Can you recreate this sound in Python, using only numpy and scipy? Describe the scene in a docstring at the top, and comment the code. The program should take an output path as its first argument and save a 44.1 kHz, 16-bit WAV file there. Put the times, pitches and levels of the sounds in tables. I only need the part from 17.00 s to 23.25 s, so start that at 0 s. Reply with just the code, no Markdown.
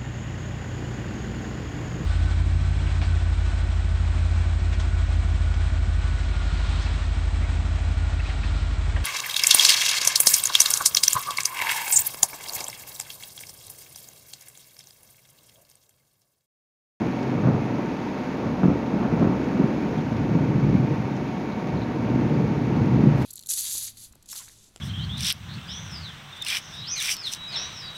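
"""A thunderstorm at night over a town. From the start, heavy rain hisses all round, a few drops tick
close by, and a machine, perhaps a generator, rattles faintly. Thunder, the shock waves of lightning,
is already rolling; claps break out of it, most thickly around 2 s. The roll swells twice more, deeper
and duller, near 3.5 s and from 5 s on. Just after the last claps, a brief rustle passes close to the
small microphone, which picks up little deep bass."""
import sys
import numpy as np
from scipy import signal
from scipy.fft import rfft, irfft, next_fast_len
from scipy.io import wavfile
from scipy.ndimage import uniform_filter1d, map_coordinates

SR = 44100
rng = np.random.default_rng(int(sys.argv[2]) if len(sys.argv) > 2 else 0)


def persist_wave(psi):
    """Save psi, clipped to +-1, as 16-bit WAV."""
    counts = np.round(np.clip(psi, -1, 1) * 32767).astype(np.int16)
    wavfile.write(sys.argv[1], SR, np.atleast_2d(counts).T)


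N = 275622
TIME = np.arange(N) / SR


def amp(db):
    """Turn decibels into a number to multiply a sound by."""
    return 10 ** (np.asarray(db) / 20)


def unit(x):
    """Scale a sound so that its average strength (rms) is 1."""
    return x / np.sqrt(np.mean(x ** 2) + 1e-20)


def gain_at(spectrum, hz):
    """How strong a pitch is, read between the rows of a (pitch_hz, level_db) table."""
    pitch_hz, level_db = np.transpose(spectrum)
    return amp(np.interp(np.log(hz + 1), np.log(pitch_hz), level_db))


def wobble(per_s):
    """A smooth curve through per_s random values a second."""
    grid_s = np.linspace(0, N / SR, num=1000)
    values = rng.standard_normal(int(N * per_s / SR) + 4)
    return np.interp(TIME, grid_s, map_coordinates(values, [grid_s * per_s]))


def filtered(x, gain):
    """Make each pitch in x stronger or weaker by gain(hz)."""
    size = 2 * next_fast_len(len(x) // 2 + 4096)
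    hz = np.fft.rfftfreq(size, 1 / SR)
    cepstrum = irfft(np.log(np.maximum(gain(hz), 1e-6)))
    # make the filter ring only after a hit, never before it
    cepstrum[1:size // 2] *= 2
    cepstrum[size // 2 + 1:] = 0
    return irfft(rfft(x, size) * np.exp(rfft(cepstrum)), size)[:len(x)]


def impacts(per_s, spread_db):
    """Tiny clicks of different sizes at random moments."""
    arrives = rng.random(N) < per_s / SR
    direction = np.sign(rng.standard_normal(N))
    return unit(arrives * direction * amp(spread_db * rng.standard_normal(N)))


def swell_db(crest_s, rise_s, fade_s, drop_db=9.5):
    """A level that climbs to 0 dB and falls: drop_db down rise_s before the crest and fade_s after."""
    away = np.where(TIME < crest_s, (crest_s - TIME) / rise_s, (TIME - crest_s) / fade_s)
    return -drop_db * away ** 0.77


# The tones of the machine's ringing panels: cycles_per_turn, relative_level_db
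PANEL_TONES = [(24, -48.5), (25, -53.5), (27, -57), (30, -48), (31, -54.5), (32, -61), (34, -55.5),
               (35, -64.5), (36, -57.5), (37, -46.5), (38, -49.5), (39, -53), (42, -62.5), (44, -58.5),
               (46, -54), (62, -60), (76, -68), (89, -67), (91, -57), (93, -65), (96, -70.5), (100, -65.5),
               (107, -65), (108, -62.5)]

def machine(shaft_hz=24.512, gain_db=-0.74, flutter_db=2.5):
    """A knock on every turn of the shaft keeps the panels ringing; each tone flutters a little."""
    turns = shaft_hz * TIME + 0.0032 * wobble(1.543)
    out = np.zeros(N)
    for cycles_per_turn, level_db in PANEL_TONES:
        phase = 2 * np.pi * cycles_per_turn * turns + 1.5 * rng.standard_normal() + 0.11 * wobble(14)
        out += np.sqrt(2) * amp(level_db + flutter_db * wobble(14)) * np.sin(phase)
    return amp(gain_db) * out


# The rain's hiss, with a dip near 8 kHz from the recorder's noise suppression: pitch_hz, level_db
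HISS_SPECTRUM = [(25, -29.5), (45, 6), (90, -11.5), (200, 6.5), (700, 4.5), (830, 7), (930, 4), (1050, 1),
                 (1600, -1.5), (2400, -3), (3000, -10.5), (4200, -14), (5000, -17), (6600, -19),
                 (8000, -38.5), (11200, -33), (14000, -40)]

def rain(level_db=-37.5, patter_db=-5):
    """Countless far drops merge into a hiss; the nearer ones patter on top."""
    far = rng.standard_normal(N)
    near = amp(patter_db) * impacts(per_s=1800, spread_db=5)
    shower = unit(filtered(far + near, lambda hz: gain_at(HISS_SPECTRUM, hz)))
    return shower * amp(level_db + 0.52 * wobble(1.9) + 0.11 * wobble(11))


# The bright sound of one splash: pitch_hz, level_db
SPLASH_SPECTRUM = [(1200, -20.5), (3000, 3), (6500, -4), (8200, -16), (12000, -34)]
# Drops landing close by: start_s, relative_level_db, pitch_hz, splash_share
NEAR_DROPS = [(.228, -40, 5500, .8), (.7544, -48, 5800, .4), (0.9164, -43, 4000, .1),
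              (1.863, -39, 3960, 0.11), (2.44, -43.5, 5800, .6), (2.9783, -35, 3320, 0.25),
              (3.165, -40.5, 3380, .4), (4.1644, -44, 6200, .6), (4.519, -39, 4100, .05),
              (4.755, -40, 4050, .05), (4.774, -39.5, 4030, .03), (4.818, -35.5, 3940, .01),
              (4.832, -37, 4000, .02), (5.3394, -43, 4400, 0.34), (5.7613, -42, 4200, 0.22)]

def drops(fade_60db_s=0.056, sharpness=16, gain_db=-6):
    """Each near drop is a short splash of noise that rings loosely around one pitch."""
    out = np.zeros(N + SR)
    t = np.arange(SR // 16) / SR
    for start_s, level_db, pitch_hz, splash_share in NEAR_DROPS:
        ring = lambda hz: 1 / (1 + (sharpness * np.log((hz + 1) / pitch_hz)) ** 2)
        colour = lambda hz: gain_at(SPLASH_SPECTRUM, hz) * (splash_share + ring(hz))
        splash = unit(filtered(rng.standard_normal(len(t)), colour))
        out[round(start_s * SR):][:len(t)] += amp(level_db + gain_db - 60 * t / fade_60db_s) * splash
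    return out[:N]


# Light touches close by: crest_s, level_db
BRUSH_TOUCHES = [(6.181, -48), (6.223, -37)]

def rustle(rise_s=0.015, fade_s=0.014):
    """Something brushes near the microphone with a thin, bright scratch."""
    spectrum = [(300, -8.5), (1500, 14), (8000, -8.5), (15000, -11.5), (18000, -35.5)]
    scratch = unit(filtered(impacts(per_s=7800, spread_db=2), lambda hz: gain_at(spectrum, hz)))
    return scratch * sum(amp(db + swell_db(crest_s, rise_s, fade_s)) for crest_s, db in BRUSH_TOUCHES)


def rumble(spectrum, per_s, spread_db, even_s):
    """Shocks from the many kinks of a lightning bolt, dulled by the air and evened out over even_s."""
    shocks = filtered(impacts(per_s, spread_db), lambda hz: gain_at(spectrum, hz))
    width = int(even_s * SR)
    power = uniform_filter1d(uniform_filter1d(shocks ** 2, width), width)
    return shocks / np.sqrt(np.abs(power) + 1e-20)


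# The thunder's four voices, from deepest to brightest: pitch_hz, level_db
SHUDDER_SPECTRUM = [(20, -45.5), (30, -17), (42, -9.5), (52, -13.5), (66, 6.5), (85, 0.5), (115, -14.5),
                    (200, -71.5), (800, -120)]
BOOM_SPECTRUM = [(40, -50.5), (70, -18), (90, -9.5), (108, -0.5), (132, 5.5), (160, 1.5), (200, -7),
                 (400, -69), (1500, -120)]
ROLL_SPECTRUM = [(30, -77), (110, -41), (150, -16), (185, -2.5), (225, -0.5), (290, -3), (380, -10.5),
                 (480, -14), (650, -32), (1500, -57.5), (4000, -120)]
TEARING_SPECTRUM = [(60, -69), (300, -22), (480, 2), (650, 0), (900, -7.5), (1300, -10), (2000, -22.5),
                    (3500, -47.5), (9000, -110)]
# How the deepest bass comes and goes: time_s, relative_level_db
SHUDDER_LEVELS = [(0.0, -51), (1.37, -48.5), (1.74, -33.5), (1.83, -46), (2.3, -33.5), (2.35, -40.5),
                  (3.1, -44.5), (3.22, -31), (3.31, -45), (3.78, -32.5), (3.84, -43), (4.7, -49.5),
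                  (4.73, -34), (4.99, -45.5), (5.13, -32), (5.32, -43), (6.16, -33), (6.25, -39)]
# One swell for each stretch of the bolt:
# crest_s, level_db, rise_s, fade_s, boom_over_roll_db, tearing_over_roll_db
THUNDER_SWELLS = [(0.019, -24.5, 0.2, .13, -2.5, -13.5), (.38, -26, 0.25, 0.11, -2, -10.5),
                  (.48, -23, 0.068, 0.11, 6.5, -6), (.8, -25.5, 0.2, 0.073, -7.5, -10),
                  (1.46, -26, 0.057, .14, -2.5, -8), (1.7, -24, 0.082, 0.095, -4, -7),
                  (2.051, -22.5, 0.2, 0.057, -11.5, -9.5), (2.234, -17, 0.091, 0.11, -4, -9.5),
                  (2.61, -19.5, 0.16, 0.18, -16, -13.5), (2.859, -24.5, 0.057, 0.057, -18, -18),
                  (3.36, -24, 0.27, 0.25, 1, -15), (3.73, -22, 0.35, 0.25, 5, -18),
                  (4.739, -35, 0.069, .15, 9.5, -4.5), (5.17, -21, 0.17, 0.28, -1, -15),
                  (5.359, -24, .1, 0.34, 1.5, -20), (5.8, -22.5, 0.2, 0.17, 2, -15.5),
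                  (5.959, -20.5, 0.11, 0.084, 3, -23), (6.1, -24, 0.066, 0.17, 8, -12)]

def thunder(shudder_gain_db=-1, restless_db=0.31):
    """Every swell rolls; those from far parts of the bolt boom more, those from near parts tear more."""
    boom_power, roll_power, tearing_power = amp([-39.5, -29, -42.5]) ** 2  # the long roll underneath
    for crest_s, level_db, rise_s, fade_s, boom_over_roll_db, tearing_over_roll_db in THUNDER_SWELLS:
        roll_db = level_db + swell_db(crest_s, rise_s, fade_s)
        roll_power += amp(roll_db) ** 2
        boom_power += amp(roll_db + boom_over_roll_db) ** 2
        tearing_power += amp(roll_db + tearing_over_roll_db) ** 2
    shudder_db = np.interp(TIME, *np.transpose(SHUDDER_LEVELS)) + shudder_gain_db
    shudder = amp(shudder_db) * rumble(SHUDDER_SPECTRUM, per_s=300, spread_db=0, even_s=0.098)
    boom = np.sqrt(boom_power) * rumble(BOOM_SPECTRUM, per_s=590, spread_db=4.5, even_s=0.064)
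    roll = np.sqrt(roll_power) * rumble(ROLL_SPECTRUM, per_s=770, spread_db=3, even_s=0.051)
    tearing = np.sqrt(tearing_power) * rumble(TEARING_SPECTRUM, per_s=1400, spread_db=3, even_s=0.032)
    return shudder + (boom + roll + tearing) * amp(restless_db * wobble(14))


# The sound of a single shock wave: pitch_hz, level_db
SHOCK_SPECTRUM = [(25, -42.5), (60, -26), (100, -22.5), (140, 5), (220, 2.5), (320, -1.5), (500, -20),
                  (1300, -24), (3000, -38.5), (8000, -120)]
# The thunderclaps: start_s, peak_db, dull_above_hz, echo_db (before the air dulls the echoes)
THUNDERCLAPS = [(.453, -14, 190, -16.5), (.484, -10, 300, -21), (1.6334, -6, 1400, -14),
                (1.655, -6, 550, -22), (1.682, -11, 400, -21), (1.713, -11, 550, -21),
                (1.937, -20, 500, -19), (2.125, -14, 600, -14), (2.227, -15, 800, -23),
                (2.271, -15, 700, -28), (2.598, -12, 300, -30), (2.638, -8, 600, -30),
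                (2.973, -17, 400, -23), (3.35, -13, 350, -23), (3.671, -13, 220, -21), (3.75, -9, 250, -30),
                (5.962, -13, 400, -18), (6.004, -10, 400, -25), (6.036, -6, 280, -14),
                (6.068, -6, 250, -21)]

def claps(echo_rise_s=0.0036, fade_60db_s=0.16):
    """Each clap is one shock wave and a fading crowd of its echoes; the air dulls both alike."""
    out = np.zeros(N + SR)
    t = np.arange(SR // 3) / SR
    crowd = np.pad(rumble(SHOCK_SPECTRUM, per_s=900, spread_db=7.5, even_s=0.0057), (0, SR))
    for start_s, peak_db, dull_above_hz, echo_db in THUNDERCLAPS:
        start = round(start_s * SR)
        air = lambda hz: 1 / np.sqrt(1 + (hz / dull_above_hz) ** 4)
        shock = filtered(-signal.unit_impulse(len(t)), lambda hz: gain_at(SHOCK_SPECTRUM, hz) * air(hz))
        fading = amp(echo_db - 60 * t / fade_60db_s) * (1 - np.exp(-t / echo_rise_s))
        echoes = filtered(fading * crowd[start:][:len(t)], air)
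        out[start:][:len(t)] += amp(peak_db) * shock / np.abs(shock).max() + echoes
    return out[:N]


def scene():
    """All the sounds add up in one channel."""
    return (thunder() + claps() + rain() + drops() + machine() + rustle())[None]


# How the small microphone weakens low notes: pitch_hz, gain_db
MIC_RESPONSE = [(12, -35), (25, -10), (45, -0.5)]

def record(dry, top_hz=15720):
    """The microphone loses the deepest bass; nothing is kept above top_hz."""
    size = next_fast_len(N + SR // 2)
    hz = np.fft.rfftfreq(size, 1 / SR)
    return irfft(rfft(dry, size) * gain_at(MIC_RESPONSE, hz) * (hz < top_hz), size)[:, :N]


dry = scene()
out = record(dry)
persist_wave(out)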